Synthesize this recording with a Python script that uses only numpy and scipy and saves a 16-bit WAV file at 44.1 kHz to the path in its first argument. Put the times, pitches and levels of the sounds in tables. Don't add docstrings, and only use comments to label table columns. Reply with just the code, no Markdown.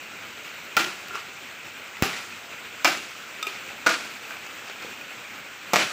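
import sys
import numpy as np
from scipy import signal
from scipy.fft import rfft, irfft
from scipy.io import wavfile
from scipy.ndimage import uniform_filter1d, map_coordinates

SR = 44100
rng = np.random.default_rng(int(sys.argv[2]) if len(sys.argv) > 2 else 0)


def inscribe(sig):
    pcm = np.round(np.clip(np.atleast_2d(sig).T, -1, 1) * 32767)
    wavfile.write(sys.argv[1], SR, pcm.astype(np.int16))


def decibels_to_gain(level_db):
    exponent = np.asarray(level_db, float) / 20
    return 10 ** exponent


N = 261072
T = np.arange(SR // 2) / SR


def unit(x):
    return x / np.sqrt(np.mean(x ** 2) + 1e-20)


def along(points, hz):
    f, v = np.transpose(points)
    return np.interp(np.log(hz + 1), np.log(f + 1), v)


def curve(rows):
    return decibels_to_gain(np.interp(np.arange(N) / SR, *np.transpose(rows)))


def wobble(rate):
    knots = rng.standard_normal(int(N * rate / SR) + 4)
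    return map_coordinates(knots, [np.arange(N) * rate / SR])


def coloured(x, spectrum):
    cepstrum = irfft(np.log(decibels_to_gain(along(spectrum, np.fft.rfftfreq(8192, 1 / SR)))))
    cepstrum[1:4096] *= 2
    cepstrum[4097:] = 0
    response = irfft(np.exp(rfft(cepstrum)))
    return signal.fftconvolve(x, response)[:len(x)]


def ring(hz, t60, attack=0.00043):
    return np.sin(2 * np.pi * hz * T) * decibels_to_gain(-60 * T / t60) * (1 - np.exp(-T / attack))


def bright_noise():
    return np.diff(rng.standard_normal(len(T) + 1))


def add(track, s, sound):
    part = track[round(s * SR):][:len(sound)]
    part += sound[:len(part)]


def spiky(size, density, spread_db):
    hit = rng.random(size) < np.clip(density, 0, 1)
    return unit(hit * rng.standard_normal(size) * decibels_to_gain(spread_db * rng.exponential(1, size)))


# start_s, level_db
STREAM_LEVEL = [(0, -39.5), (2, -40), (4.3, -39), (5.7, -40), (5.92, -37)]
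# pitch_hz, level_db (per Hz)
WATER_TONE = [(30, -18), (60, 0), (100, 2.5), (160, -6), (250, -3), (600, 4.5), (1500, 3.5), (2500, 3),
              (5000, -7), (8000, 0.5), (11000, -6), (15000, 1.5)]


def stream():
    z = signal.stft(rng.standard_normal(N), nperseg=512)[2]
    patches = uniform_filter1d(rng.standard_normal(z.shape), size=6, axis=0)
    patches = unit(uniform_filter1d(patches, size=8, axis=1))
    hiss = signal.istft(z * decibels_to_gain(1.28 * patches), nperseg=512)[1][:N]
    hiss = unit(coloured(hiss, WATER_TONE))

    when, pitch, size = rng.random((3, 2500))
    hz = 700 * 4.5 ** pitch[:, None]
    t = T[:600]
    life = t * hz / 9
    swell = decibels_to_gain(5.3 * size[:, None] ** 2) * life * np.exp(-5 * life)
    drops = swell * np.sin(2 * np.pi * hz * t * (1 + .15 * life))
    where = (when * N).astype(int)[:, None] + np.arange(len(t))
    bubbles = unit(np.bincount(where.ravel(), drops.ravel())[:N])

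    surge = decibels_to_gain(.5 * wobble(9) + .8 * wobble(35))
    return curve(STREAM_LEVEL) * decibels_to_gain(8) * surge * (hiss + decibels_to_gain(-11.5) * bubbles)


# pitch_hz, level_db (per Hz)
LEAF_TONE = [(200, -19.5), (800, 17.5), (2500, 10.5), (6000, 7), (10000, 7), (15000, -17)]
# start_s, level_db
LEAF_SHAKES = [(.77, -28.5), (1.07, -53), (1.13, -44.5), (2.025, -30), (2.119, -34), (2.85, -27),
               (2.95, -40), (3.462, -40.5), (3.866, -26.5), (3.99, -42), (4.28, -53), (4.66, -48.5),
               (4.81, -47.5), (5.74, -26), (5.779, -27), (5.87, -46)]


def leaves():
    rise_s, scrape_t60_s, patter_t60_s = 0.014, 0.37, 1.3
    patter_db, still_db = -14.5, -54
    start_s, level_db = np.transpose(LEAF_SHAKES)[:, :, None]
    since = np.maximum(np.arange(N) / SR - start_s, 0)
    swell = decibels_to_gain(level_db + 6) * (1 - np.exp(-since / rise_s)) ** 2

    def shaking(t60):
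        return np.sqrt(((swell * decibels_to_gain(-60 * since / t60)) ** 2).sum(axis=0))

    clumps = spiky(N, density=.3, spread_db=1.5) * decibels_to_gain(1.9 * wobble(40))
    scrape = unit(coloured(clumps, LEAF_TONE))
    patter = unit(np.diff(coloured(spiky(N + 1, density=.3, spread_db=2.0), LEAF_TONE)))
    scraping = (shaking(scrape_t60_s) + decibels_to_gain(still_db)) * scrape
    return decibels_to_gain(8) * (scraping + decibels_to_gain(patter_db) * shaking(patter_t60_s) * patter)


# pitch_hz, level_db (per Hz)
TEARING_TONE = [(100, -35.5), (350, -12), (700, 9), (1200, 1), (2600, -6.5), (3600, -9.5), (6000, -7),
                (10000, -12.5), (15000, -10.5)]


def crack(db, hz, tear_db):
    tear = unit(coloured(spiky(len(T), density=0.45, spread_db=1.0), TEARING_TONE))
    puff = decibels_to_gain(tear_db) * tear * decibels_to_gain(-60 * T / 0.022)
    return decibels_to_gain(db + 6.5) * (ring(hz, 9 / hz) + puff)


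# pitch_hz, t60_s
GROVE_DECAY = [(150, 0.51), (400, 0.35), (1000, 0.23), (2800, 0.33), (7000, 0.3), (15000, 0.32)]


def grove(sound, echo_db):
    hz, t, z = signal.stft(rng.standard_normal(len(T)), SR, nperseg=256)
    fading = z * decibels_to_gain(-60 * t / along(GROVE_DECAY, hz)[:, None])
    tail = signal.istft(fading, SR, nperseg=256)[1][:len(T)]
    rocks = 0.27 / (1 + np.exp((.024 - T) / 0.0021))
    first_answer = 0.2 * np.exp(-.5 * ((T - .028) / 0.0054) ** 2)
    tail *= .5 + rocks + first_answer
    return decibels_to_gain(echo_db) * signal.fftconvolve(sound, tail / np.linalg.norm(tail))


# start_s, level_db (peak), pitch_hz
BLOW_CRACKS = [
    [(.7676, -5, 2270), (.7702, -4.5, 2390), (.7735, -6.5, 890), (.7778, -7, 2140), (.781, -17, 1950),
     (.7945, -24, 1510), (.801, -18, 2000)],
    [(2.0236, -12, 2540), (2.0295, -11, 2720), (2.0315, -8.5, 1430), (2.0355, -8, 1280)],
    [(2.8463, -3.5, 1390), (2.848, -3, 1310), (2.852, -3.5, 1430), (2.8555, -5.5, 2560), (2.859, -5, 2560),
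     (2.876, -9, 1250)],
    [(3.8632, -9.5, 1390), (3.867, -3.5, 4130), (3.8685, -8.5, 1000), (3.8716, -4.5, 1500),
     (3.878, -17, 730), (3.9365, -28, 1420)],
    [(5.7343, -4.5, 980), (5.7365, -12, 1250), (5.7398, -6, 860), (5.7425, -13, 2000), (5.7493, -12, 1900),
     (5.759, -6.5, 1890), (5.7645, -6, 1500)],
]
# pitch_hz, width_hz, level_db
STEM_WALLS = [
    [(344, 110, -4), (1392, 17, 4), (1510, 38, -1), (2000, 20, 4), (2510, 37, -6)],
    [(385, 44, 13), (790, 52, 7), (1250, 170, -2), (2010, 26, -16), (2800, 25, -22)],
    [(323, 150, -21), (1300, 110, -20), (1390, 120, -0.5), (2450, 46, 2), (2850, 90, -8)],
    [(312, 33, -36), (1590, 180, 9), (1770, 45, -6), (2420, 260, 7), (3050, 16, -30)],
    [(623, 330, 15), (1380, 87, 2), (1880, 26, -26), (2000, 37, -15), (2410, 140, 6)],
]
# stem_ring_db, hollow_hz, hollow_db, steel_edge_db, tearing_db
BLOW_LEVELS = [(5, 348, -7, -5, -9.5), (-3.5, 430, -10, -4.5, -10.5), (2, 325, -3, -5.5, -7.5),
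               (4, 319, -7.5, -20, -5), (4.5, 618, 1, -8.5, -3.5)]
STEM_SWAY = [176.6, 184, 175, 239, 236]


def chops():
    out = np.zeros(N)
    for cracks, stem, sway_hz, levels in zip(BLOW_CRACKS, STEM_WALLS, STEM_SWAY, BLOW_LEVELS):
        ring_db, hollow_hz, hollow_db, edge_db, tear_db = levels
        start = cracks[0][0]
        bite = decibels_to_gain(-60 * T / 0.017) + decibels_to_gain(1.5 - 60 * T / 0.0022)
        blow = decibels_to_gain(edge_db) * bite * bright_noise()
        for s, db, hz in cracks:
            add(blow, s - start, crack(db, hz, tear_db))
        wall = sum(decibels_to_gain(db) * ring(hz, 2.7 / max(width * 2.55, 100)) for hz, width, db in stem)
        blow += decibels_to_gain(ring_db - 37) * signal.fftconvolve(blow, wall)[:len(T)]
        hollow = decibels_to_gain(hollow_db) * ring(hollow_hz, 0.045, attack=0.006)
        hollow += decibels_to_gain(-32.5) * ring(sway_hz, 0.15, attack=0.0095)
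        add(out, start, blow + 0.27 * hollow)
        add(out, start, grove(blow + hollow, echo_db=-2.5))
    return out


# start_s, level_db, pitch_hz
SPLINTER_TICKS = [
    (.847, -7.5, 3120),
    (1.084, -16, 14000),
    (1.147, -28, 5170),
    (1.15, -18.5, 2570),
    (1.162, -24, 2700),
    (1.156, -32, 8060),
    (1.207, -25, 5030),
    (2.974, -12, 7350),
    (4.826, -25, 5100),
    (5.758, -4, 6560),
]


def ticks():
    out = np.zeros(N)
    for s, db, hz in SPLINTER_TICKS:
        burst = decibels_to_gain(-5 - 60 * T / 0.0041) * rng.standard_normal(len(T))
        add(out, s, decibels_to_gain(db) * (ring(hz, 0.0076) + burst))
    return out


# start_s, level_db (peak), pitch_hz, tearing_db, hollow_db
STEM_KNOCKS = [(1.007, -44, 2180, -8, -11), (1.108, -24.5, 1370, -22, 7), (1.135, -24.5, 1386, -16, -16),
               (1.145, -24, 1380, -22, 14), (1.155, -19, 1134, -6.5, -21), (1.969, -26.5, 2010, -7, -11),
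               (2.133, -23, 1910, -10, 8), (2.973, -27, 2780, -9, 11), (3.729, -34, 2400, -5, -10),
               (4.008, -23, 2370, -5, -9), (4.308, -23, 1526, -10, -19), (4.368, -28, 2370, -6, -15),
               (4.465, -28.5, 2610, -3, -7), (4.698, -27, 1510, -2.5, 4), (4.824, -29, 1390, -2, -2),
               (4.847, -27.5, 500, -14, -16), (5.011, -27, 2486, -3.5, 0)]


def knocks():
    out = np.zeros(N)
    for s, db, hz, tear_db, hollow_db in STEM_KNOCKS:
        bump = crack(db, hz, tear_db - 1)
        bump += decibels_to_gain(db - 0.5) * ring(hz, 0.042, attack=0.0038)
        bump += decibels_to_gain(db + hollow_db) * ring(418, 0.027, attack=0.013)
        add(out, s, bump)
        add(out, s, grove(bump, echo_db=-2.5))
    return out


# start_s, level_db, fall_s, recovery_s, settling_s
CHIP_TAP = (2.0246, -4.5, .00022, .0009, .0035)


def chip():
    s, db, fall, recovery, settling = CHIP_TAP
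    t = np.arange(N) / SR - s
    dip = np.where(t < 0, np.exp(-(t / fall) ** 2), np.exp(-np.abs(t) / recovery))
    swell = np.exp(-.5 * ((t - .0015) / settling) ** 2)
    return decibels_to_gain(db) * (swell * dip.sum() / swell.sum() - dip)


# start_s, level_db, middle_modes_db, upper_modes_db, stem_knock_db
BLADE_CLINKS = [
    (3.4269, -21, -1.5, 4, -45),
    (3.4682, -22.5, 4, -3, -22.5),
    (3.508, -42, -7.5, -8, -34),
]
# pitch_hz, level_db, t60_s
BLADE_MODES = [(1268, -1, 0.16), (2420, 1, 0.032), (2750, -6, 0.052), (3630, 0, 0.045), (5000, -3, 0.024),
               (6000, -2, 0.026), (7660, -5, 0.04)]


def blade():
    out = np.zeros(N)
    for s, db, middle_db, upper_db, knock_db in BLADE_CLINKS:
        touch = crack(db - 3, 2200, -5)
        for hz, level, t60 in BLADE_MODES:
            if hz < 2000:
                share_db = 0
            elif hz < 3000:
                share_db = middle_db
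            else:
                share_db = upper_db
            touch += decibels_to_gain(db + level + share_db) * ring(hz, t60, attack=0.00076)
        touch += decibels_to_gain(db + 2.5 - 60 * T / 0.04) * bright_noise()
        touch += decibels_to_gain(knock_db) * ring(385, 0.041, attack=0.002)
        add(out, s, touch)
        add(out, s, grove(touch, echo_db=-9.5))
    return out


def scene():
    return (stream() + leaves() + chops() + ticks() + knocks() + blade())[None]


def roll_off(x):
    return signal.sosfilt(signal.butter(12, 16810, fs=SR, output="sos"), x)


# pitch_hz, level_db
MIC_TONE = [(25, -31), (60, -16.5), (200, 1), (900, -11.5), (1150, -8.5), (1380, -2.5), (1800, -5.5),
            (2480, 0), (3300, -4.5), (4500, -5.5), (7600, -11), (9000, -21.5), (11000, -21), (15000, -17.5)]
# pitch_hz, level_db
WEAKEST_KEPT = [(8400, -110), (9000, -77), (9300, -81), (9600, -115), (10000, -82.5), (11800, -82.5),
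                (12600, -86), (15500, -100), (15620, -54), (16200, -52), (17000, -46)]


def record(dry):
    heard = coloured(dry[0], MIC_TONE) + chip()
    heard = heard / (1 + np.abs(heard / .75) ** 4) ** .25
    heard = signal.sosfilt(signal.butter(2, 45, 'high', fs=SR, output='sos'), heard)
    hz, _, z = signal.stft(heard, SR, nperseg=1024)
    power = uniform_filter1d(np.abs(z) ** 2, size=8, axis=0)
    band = np.sqrt(np.abs(uniform_filter1d(power, size=2, axis=1)))
    threshold = decibels_to_gain(along(WEAKEST_KEPT, hz))[:, None]
    kept = 1 / (1 + (threshold / (band + 1e-9)) ** 12)
    heard = signal.istft(z * kept, SR, nperseg=1024)[1][:N]
    return roll_off(heard[None])


dry = scene()
out = record(dry)
inscribe(out)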